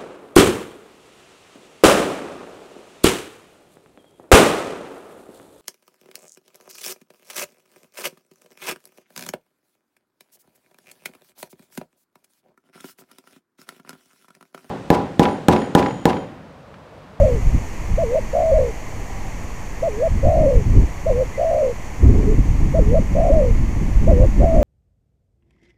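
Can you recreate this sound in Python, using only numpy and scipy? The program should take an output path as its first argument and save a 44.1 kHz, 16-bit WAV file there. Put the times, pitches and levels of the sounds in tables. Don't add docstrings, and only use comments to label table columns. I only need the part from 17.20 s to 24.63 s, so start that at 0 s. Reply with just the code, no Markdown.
import sys
import numpy as np
from scipy import signal
from scipy.fft import rfft, irfft, next_fast_len
from scipy.io import wavfile
from scipy.ndimage import uniform_filter1d, map_coordinates

SR = 44100
rng = np.random.default_rng(int(sys.argv[2]) if len(sys.argv) > 2 else 0)


def int16_out(signal):
    q = np.round(np.clip(np.atleast_2d(signal).T, -1, 1) * 32767)
    wavfile.write(sys.argv[1], SR, q.astype(np.int16))


N = 327663
TIME = np.arange(N) / SR


def amp(db):
    return 10 ** (np.asarray(db) / 20)


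def unit(x):
    return x / np.sqrt(np.mean(x ** 2) + 1e-20)


def add(mix, start, sound):
    at = round(start * SR)
    sound = sound[max(-at, 0):]
    part = mix[max(at, 0):][:len(sound)]
    part += sound[:len(part)]


def drift(count, hz):
    f = np.fft.rfftfreq(N, 1 / SR)
    smooth = rfft(rng.standard_normal(N)) * np.exp(-(f / hz) ** 2)
    return unit(irfft(smooth, N))[:count]


def coloured(x, spectrum):
    hz, db = np.transpose(spectrum)
    size = next_fast_len(len(x) + 2048)
    log_hz = np.log(np.fft.rfftfreq(size, 1 / SR) + 1)
    gain = amp(np.interp(log_hz, np.log(hz), db, right=-120))
    return irfft(rfft(x, size) * gain, size)[:len(x)]


def noise(spectrum):
    return unit(coloured(rng.standard_normal(N), spectrum))


def steadied(x, seconds):
    power = uniform_filter1d(x ** 2, int(seconds * SR))
    return x / np.sqrt(abs(power) + 1e-6)


def gate(t, start, end, edge_s):
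    ramp = np.minimum(t - start, end - t) / edge_s + .5
    return np.sin(np.pi / 2 * np.clip(ramp, 0, 1)) ** 2


def dove(echo_db=-29, echo_t60=1.0):
    # start in s, length in s, sag between the syllables in dB, high-register time of the
    # first syllable in s and of the second in s, effort of the second in dB, mean flutters per s.
    double_notes = [(.772, 0.23, 11.5, 0.048, 0.031, -15, 74), (2.618, .27, 17, 0.049, .048, -14.5, 84),
                    (3.854, 0.19, 10, 0.031, 0, -16, 91), (5.535, .266, 17, .042, 0.0351, -15, 88.5),
                    (6.865, .199, 8, 0.036, 0.0023, -17, 82)]
    # start in s, length in s, level in dB before the arch, reference pitch in Hz at the top,
    # delay before the voice steadies in s, length of the steady part in s, mean flutters per s.
    purrs = [(-.21, .41, -16.3, 666, 0.13, 0.14, 59.4), (1.128, 0.39, -16.5, 662.4, .112, 0.14, 57.4),
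             (3.026, .404, -16.5, 659.6, .176, .016, 60), (4.174, 0.36, -17.5, 652.6, 0.078, 0.0557, 60),
             (5.946, 0.38, -17.5, 658.7, .148, .11, 58.24), (7.196, 0.41, -18, 665, 0.067, 0.098, 67.6)]
    voice = np.zeros(N)
    for start, *note in double_notes:
        add(voice, start, double_note(*note))
    for start, *note in purrs:
        add(voice, start, purr(start, *note))
    t = TIME[:SR]
    tail = rng.standard_normal(len(t)) * amp(-60 * t / echo_t60)
    echo = signal.fftconvolve(voice, tail / np.linalg.norm(tail))[:N]
    return voice + amp(echo_db) * echo


def double_note(length, sag_db, first_s, second_s, second_db, flutter_rate, up_s=0.01353, let_go_s=0.01055):
    hoot_db, quiet_db = -16, -36
    hoot_s, sag_s = .064, 0.0113
    swell_s, second_share = 0.0713, .2
    onset_s, stop_s = 0.014, .016
    low_hz, hz_per_db = 523, 6.5
    jump_hz, jump_s, high_loss_db = 146.3, .028, 3
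    second_jump = 0.86
    flip_db = 2
    low_flutter, high_flutter, flutter_per_db = 0.84, 0.048, 0.1

    t = np.arange(0, length, 1 / SR)
    sag = 1 - np.exp(-np.maximum(t - hoot_s, 0) / sag_s)
    swell = np.clip(1 + (t - length * (1 - second_share)) / swell_s, 0, 1)
    effort_db = (hoot_db - sag_db * sag) * (1 - swell) + second_db * swell
    ends = np.clip(np.minimum(t / onset_s, (length - t) / stop_s), 0, 1)
    effort_db = quiet_db + (effort_db - quiet_db) * ends

    high = gate(t, up_s, up_s + first_s, jump_s)
    if second_s > 0:
        second_end = length - let_go_s
        high = high + second_jump * gate(t, second_end - second_s, second_end, jump_s)

    extra_db = effort_db - hoot_db
    hz = low_hz + hz_per_db * extra_db + jump_hz * high
    level_db = effort_db - high_loss_db * high + flip_db * np.sin(np.pi * high) ** 2
    low_depth = low_flutter + flutter_per_db * extra_db
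    depth = high_flutter + (low_depth - high_flutter) * (1 - high) ** 2
    return coo(hz, level_db, depth, flutter_rate)


def purr(start, length, db, top_hz, delay_s, steady_s, flutter_rate, release_s=0.023, release_db=7):
    # time into the note in s, pitch as a share of the top,
    # level in dB, flutter depth (0 none, 1 full).
    purr_arch = [(0, 0.742, -9.5, 0.19), (.015, .85, -2.5, 0.71), (.036, 0.95, 0.3, 1.1),
                 (.09, .99, -0.5, 0.92), (.135, 0.96, -0.5, 0.88), (0.202, .92, 0.5, 0.6),
                 (0.254, .835, 2.5, 0.73), (.3, .765, -1.5, 0.53), (.36, .69, -10, 0.08),
                 (.4, 0.585, -16, 0.25)]
    # centre time in the scene in s, length in s, pitch step in Hz.
    cracks = [(.02, 0.021, -89), (1.329, 0.022, -100), (3.251, 0.017, 26), (3.269, 0.019, -35),
              (3.293, 0.021, 33.5), (4.404, 0.027, 42), (6.109, 0.023, -89)]
    crack_db_per_hz = 0.0373
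    hold_up = .6
    settle_s, steady_depth = .014, .14

    t = np.arange(0, length, 1 / SR)
    s, *columns = np.transpose(purr_arch)
    share, arch_db, depth = (np.interp(t, s, c) for c in columns)
    steady = gate(t, delay_s, delay_s + steady_s, settle_s)
    hz = top_hz * (share + hold_up * (1 - share) * steady)
    level_db = db + arch_db - release_db * np.clip(1 - (length - t) / release_s, 0, 1)
    for at, crack_s, step_hz in cracks:
        flip = gate(start + t, at - crack_s / 2, at + crack_s / 2, settle_s)
        hz = hz + step_hz * flip
        level_db = level_db - crack_db_per_hz * step_hz * flip
        steady = np.maximum(steady, flip)
    return coo(hz, level_db, depth + (steady_depth - depth) * steady, flutter_rate)


def coo(hz, level_db, depth, flutter_rate, sweep_hz=98, lead=0.67, dip=0.81, jitter=0.086, uneven=0.29,
        waver=0.0168, octave_db=-42):
    # frequency in Hz, gain in dB.
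    throat = [(250, -21), (380, -3.5), (450, -6), (510, 4), (580, 0.5), (690, -1.5), (760, -6), (850, -20),
              (1100, -34)]
    count = len(hz)
    depth = np.clip(depth * (1 + uneven * drift(count, 50)), 0, 1.2)
    cycle = 2 * np.pi * np.cumsum(flutter_rate * (1 + jitter * drift(count, 40))) / SR
    slide = -np.sin(cycle + lead) - np.sin(2 * (cycle + lead)) / 2
    pitch = hz * (1 + waver * drift(count, 240)) + sweep_hz * depth * slide
    choke = ((1 + np.cos(cycle)) / 2) ** 2
    syrinx = (1 - dip * depth * choke) * np.sin(2 * np.pi * np.cumsum(pitch) / SR)
    tone = steadied(coloured(syrinx, throat), 1 / flutter_rate)
    octave = (signal.hilbert(tone) ** 2).real
    ends = signal.windows.tukey(count, .03)
    return amp(level_db) * (tone + amp(octave_db) * octave) * ends


def wind(rumble_db=-1, eddy_db=-1, lumps_db=2.0, surge=.07, buffet_db=.8, buffet_hz=14):
    # frequency in Hz, relative density in dB per Hz.
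    rumble_spectrum = [(4, -7), (12, -12), (25, 2), (45, -1.5), (80, -6.5), (125, -12.5), (180, -25.5),
                       (300, -42), (600, -76)]
    # frequency in Hz, relative density in dB per Hz.
    eddy_spectrum = [(45, -4), (75, -11), (125, 0.5), (240, -1), (340, -7.5), (450, -18.5), (620, -27.5),
                     (1000, -33.5), (2000, -79), (5000, -81)]
    rumble_gain, eddy_gain, speed = airflow()
    buffet = buffet_db * drift(N, buffet_hz)
    rumble = steadied(noise(rumble_spectrum), 0.0796) * rumble_gain * amp(rumble_db + buffet)

    lumps = drift(N, 35.25)
    travelled = np.cumsum(speed * np.exp(surge * lumps))
    eddies = map_coordinates(noise(eddy_spectrum), [travelled], order=3, mode="wrap")
    eddies = steadied(eddies * amp(lumps_db * lumps), .06)
    return rumble + eddies * eddy_gain * amp(eddy_db + buffet)


def airflow():
    # peak time in s, length scale in s, rumble in dB and eddies in dB before the wind's trims,
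    # air speed as a factor on the eddies' frequencies.
    gusts = [(.01, .1, -10, -20.5, 0.78), (0.154, 0.1, -15.5, -27, 0.87), (0.266, 0.079, -10.5, -32, 1),
             (.345, 0.057, -12.5, -24, 1.11), (.62, .05, -20.5, -39.5, .9), (0.725, .12, -14, -28, 0.81),
             (.825, .06, -24.5, -30, 0.83), (1.346, 0.16, -15, -36.5, 0.88), (1.785, .07, -24.5, -42, 0.76),
             (2.923, 0.12, -13.5, -26, 0.9), (3.062, 0.079, -9, -22, 0.96), (3.201, .14, -13, -19.5, 1.03),
             (3.365, .07, -7, -19, .82), (3.483, 0.11, -12, -24.5, 0.94), (3.575, .1, -5.5, -19, 1.15),
             (3.91, .19, -16.5, -31, 0.86), (4.865, .12, -5, -15.5, 1.2), (4.97, .19, -13.5, -20, 1.42),
             (5.09, .14, -11.5, -21, 1.27), (5.184, 0.058, -9, -17, 0.72), (5.31, .16, -14, -33, 0.87),
             (5.438, 0.14, -12.5, -19.5, 0.92), (5.579, 0.097, -10.5, -21, 1.15),
             (5.694, 0.096, -9, -18.5, .9), (5.785, 0.058, -11.5, -17, .88),
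             (5.961, 0.16, -14.5, -22.5, 0.91), (6.139, 0.16, -10.5, -21.5, 1.22),
             (6.318, 0.16, -10, -24, .97), (6.412, 0.092, -12.5, -26, .95),
             (6.616, 0.14, -17.5, -22.5, 0.98), (6.776, .12, -10, -30, 0.86), (6.889, 0.16, -9, -19, 1.08),
             (7.02, .11, -7, -20, 1.14), (7.209, .1, -9.5, -19, 1.23), (7.379, 0.14, -10.5, -18.5, 1.26)]
    # time in s, rumble strength in dB before the wind's trim.
    breeze = [(0, -23), (.38, -24), (.48, -30.5), (.85, -27.5), (1.45, -27), (1.62, -32), (2.05, -27.5),
              (2.4, -30.5), (2.8, -28.5), (2.95, -23), (3.3, -22), (3.65, -21), (3.72, -30), (4.3, -29.5),
              (4.79, -30.5), (4.85, -19.5), (6.55, -20.5), (7.43, -15.5)]
    breeze_eddy_db, breeze_speed = -9, .88
    rise = .36

    t = TIME[::64]
    rumble_power = amp(np.interp(t, *np.transpose(breeze))) ** 2
    eddy_power = rumble_power * amp(breeze_eddy_db) ** 2
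    push = eddy_power * breeze_speed
    for peak, length, rumble_db, eddy_db, speed in gusts:
        side_s = length * np.where(t < peak, rise, 1 - rise)
        swell = np.exp(-((t - peak) / side_s) ** 2)
        stir = (amp(eddy_db) * swell) ** 2
        rumble_power = rumble_power + (amp(rumble_db) * swell) ** 2
        eddy_power = eddy_power + stir
        push = push + speed * stir
    curves = np.sqrt(rumble_power), np.sqrt(eddy_power), push / eddy_power
    return [np.interp(TIME, t, c) for c in curves]


def moans(width_hz=35):
    # start in s, length in s, pitch in Hz, level in dB before the swell shape.
    moan_list = [(4.973, 0.048, 437, -26), (5.047, 0.11, 424, -25)]
    out = np.zeros(N)
    for start, length, hz, db in moan_list:
        t = TIME[:int(length * SR)]
        wander = drift(len(t), width_hz) + 1j * drift(len(t), width_hz)
        band = wander * np.exp(2j * np.pi * hz * t)
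        add(out, start, amp(db) * unit(band.real) * np.sin(np.pi * t / length))
    return out


def far_calls(arch=0.0517, waver=0.0214):
    # start in s, length in s, peak pitch in Hz before the waver, rms level in dB at the peak.
    calls = [(1.852, 0.27, 797, -43.5), (2.738, 0.13, 1680, -51), (4.132, 0.054, 2086, -40)]
    out = np.zeros(N)
    for start, length, hz, db in calls:
        swell = np.sin(np.linspace(0, np.pi, int(length * SR)))
        pitch = hz * (1 + arch * (swell - 1) + waver * drift(len(swell), 61))
        whistle = np.sin(2 * np.pi * np.cumsum(pitch) / SR)
        add(out, start, np.sqrt(2) * amp(db) * np.sqrt(abs(swell)) * whistle)
    return out


def background(air_db=6, fizz_db=0):
    # frequency in Hz, relative density in dB per Hz.
    air_spectrum = [(100, -2), (400, -0.5), (750, -2), (1080, -2.5), (1280, -9.5), (1480, -13.5),
                    (1800, -7), (2100, -5), (2500, -10.5), (3000, -16.5), (3700, -25), (5000, -41)]
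    # frequency in Hz, relative density in dB per Hz.
    fizz_spectrum = [(2800, -14), (3800, -14.5), (4450, -5), (5100, -11), (5700, -3), (6750, 0),
                     (7400, -5.5), (8500, -12.5), (9500, -13), (10700, -17.5), (13500, -16.5), (14800, -18),
                     (15700, -26)]
    # time in s, low hiss in dB before the air_db lift, high hiss in dB before fizz_db.
    hiss = [(0, -42.5, -47), (2.5, -43.5, -48), (7.43, -43.5, -49)]
    s, low_db, high_db = np.transpose(hiss)
    air = noise(air_spectrum) * amp(np.interp(TIME, s, low_db) + air_db)
    fizz = noise(fizz_spectrum) * amp(np.interp(TIME, s, high_db) + fizz_db)
    return air + fizz


def whine(hz=11200, level_db=-68.3):
    running = uniform_filter1d(1. * (TIME * 25 % 1 < .75), 60)
    return np.sqrt(2) * amp(level_db) * running * np.sin(2 * np.pi * hz * TIME)


def scene():
    return (dove() + wind() + moans() + far_calls() + background() + whine())[None]


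def record(dry, offset=0.032, edge_hz=15700):
    x = dry + offset
    rounded = x / (1 + x ** 8) ** (1 / 8)
    low_pass = signal.firwin(511, edge_hz, window=("kaiser", 9), fs=SR)
    return signal.oaconvolve(rounded, low_pass[None], "same")


dry = scene()
out = record(dry)
int16_out(out)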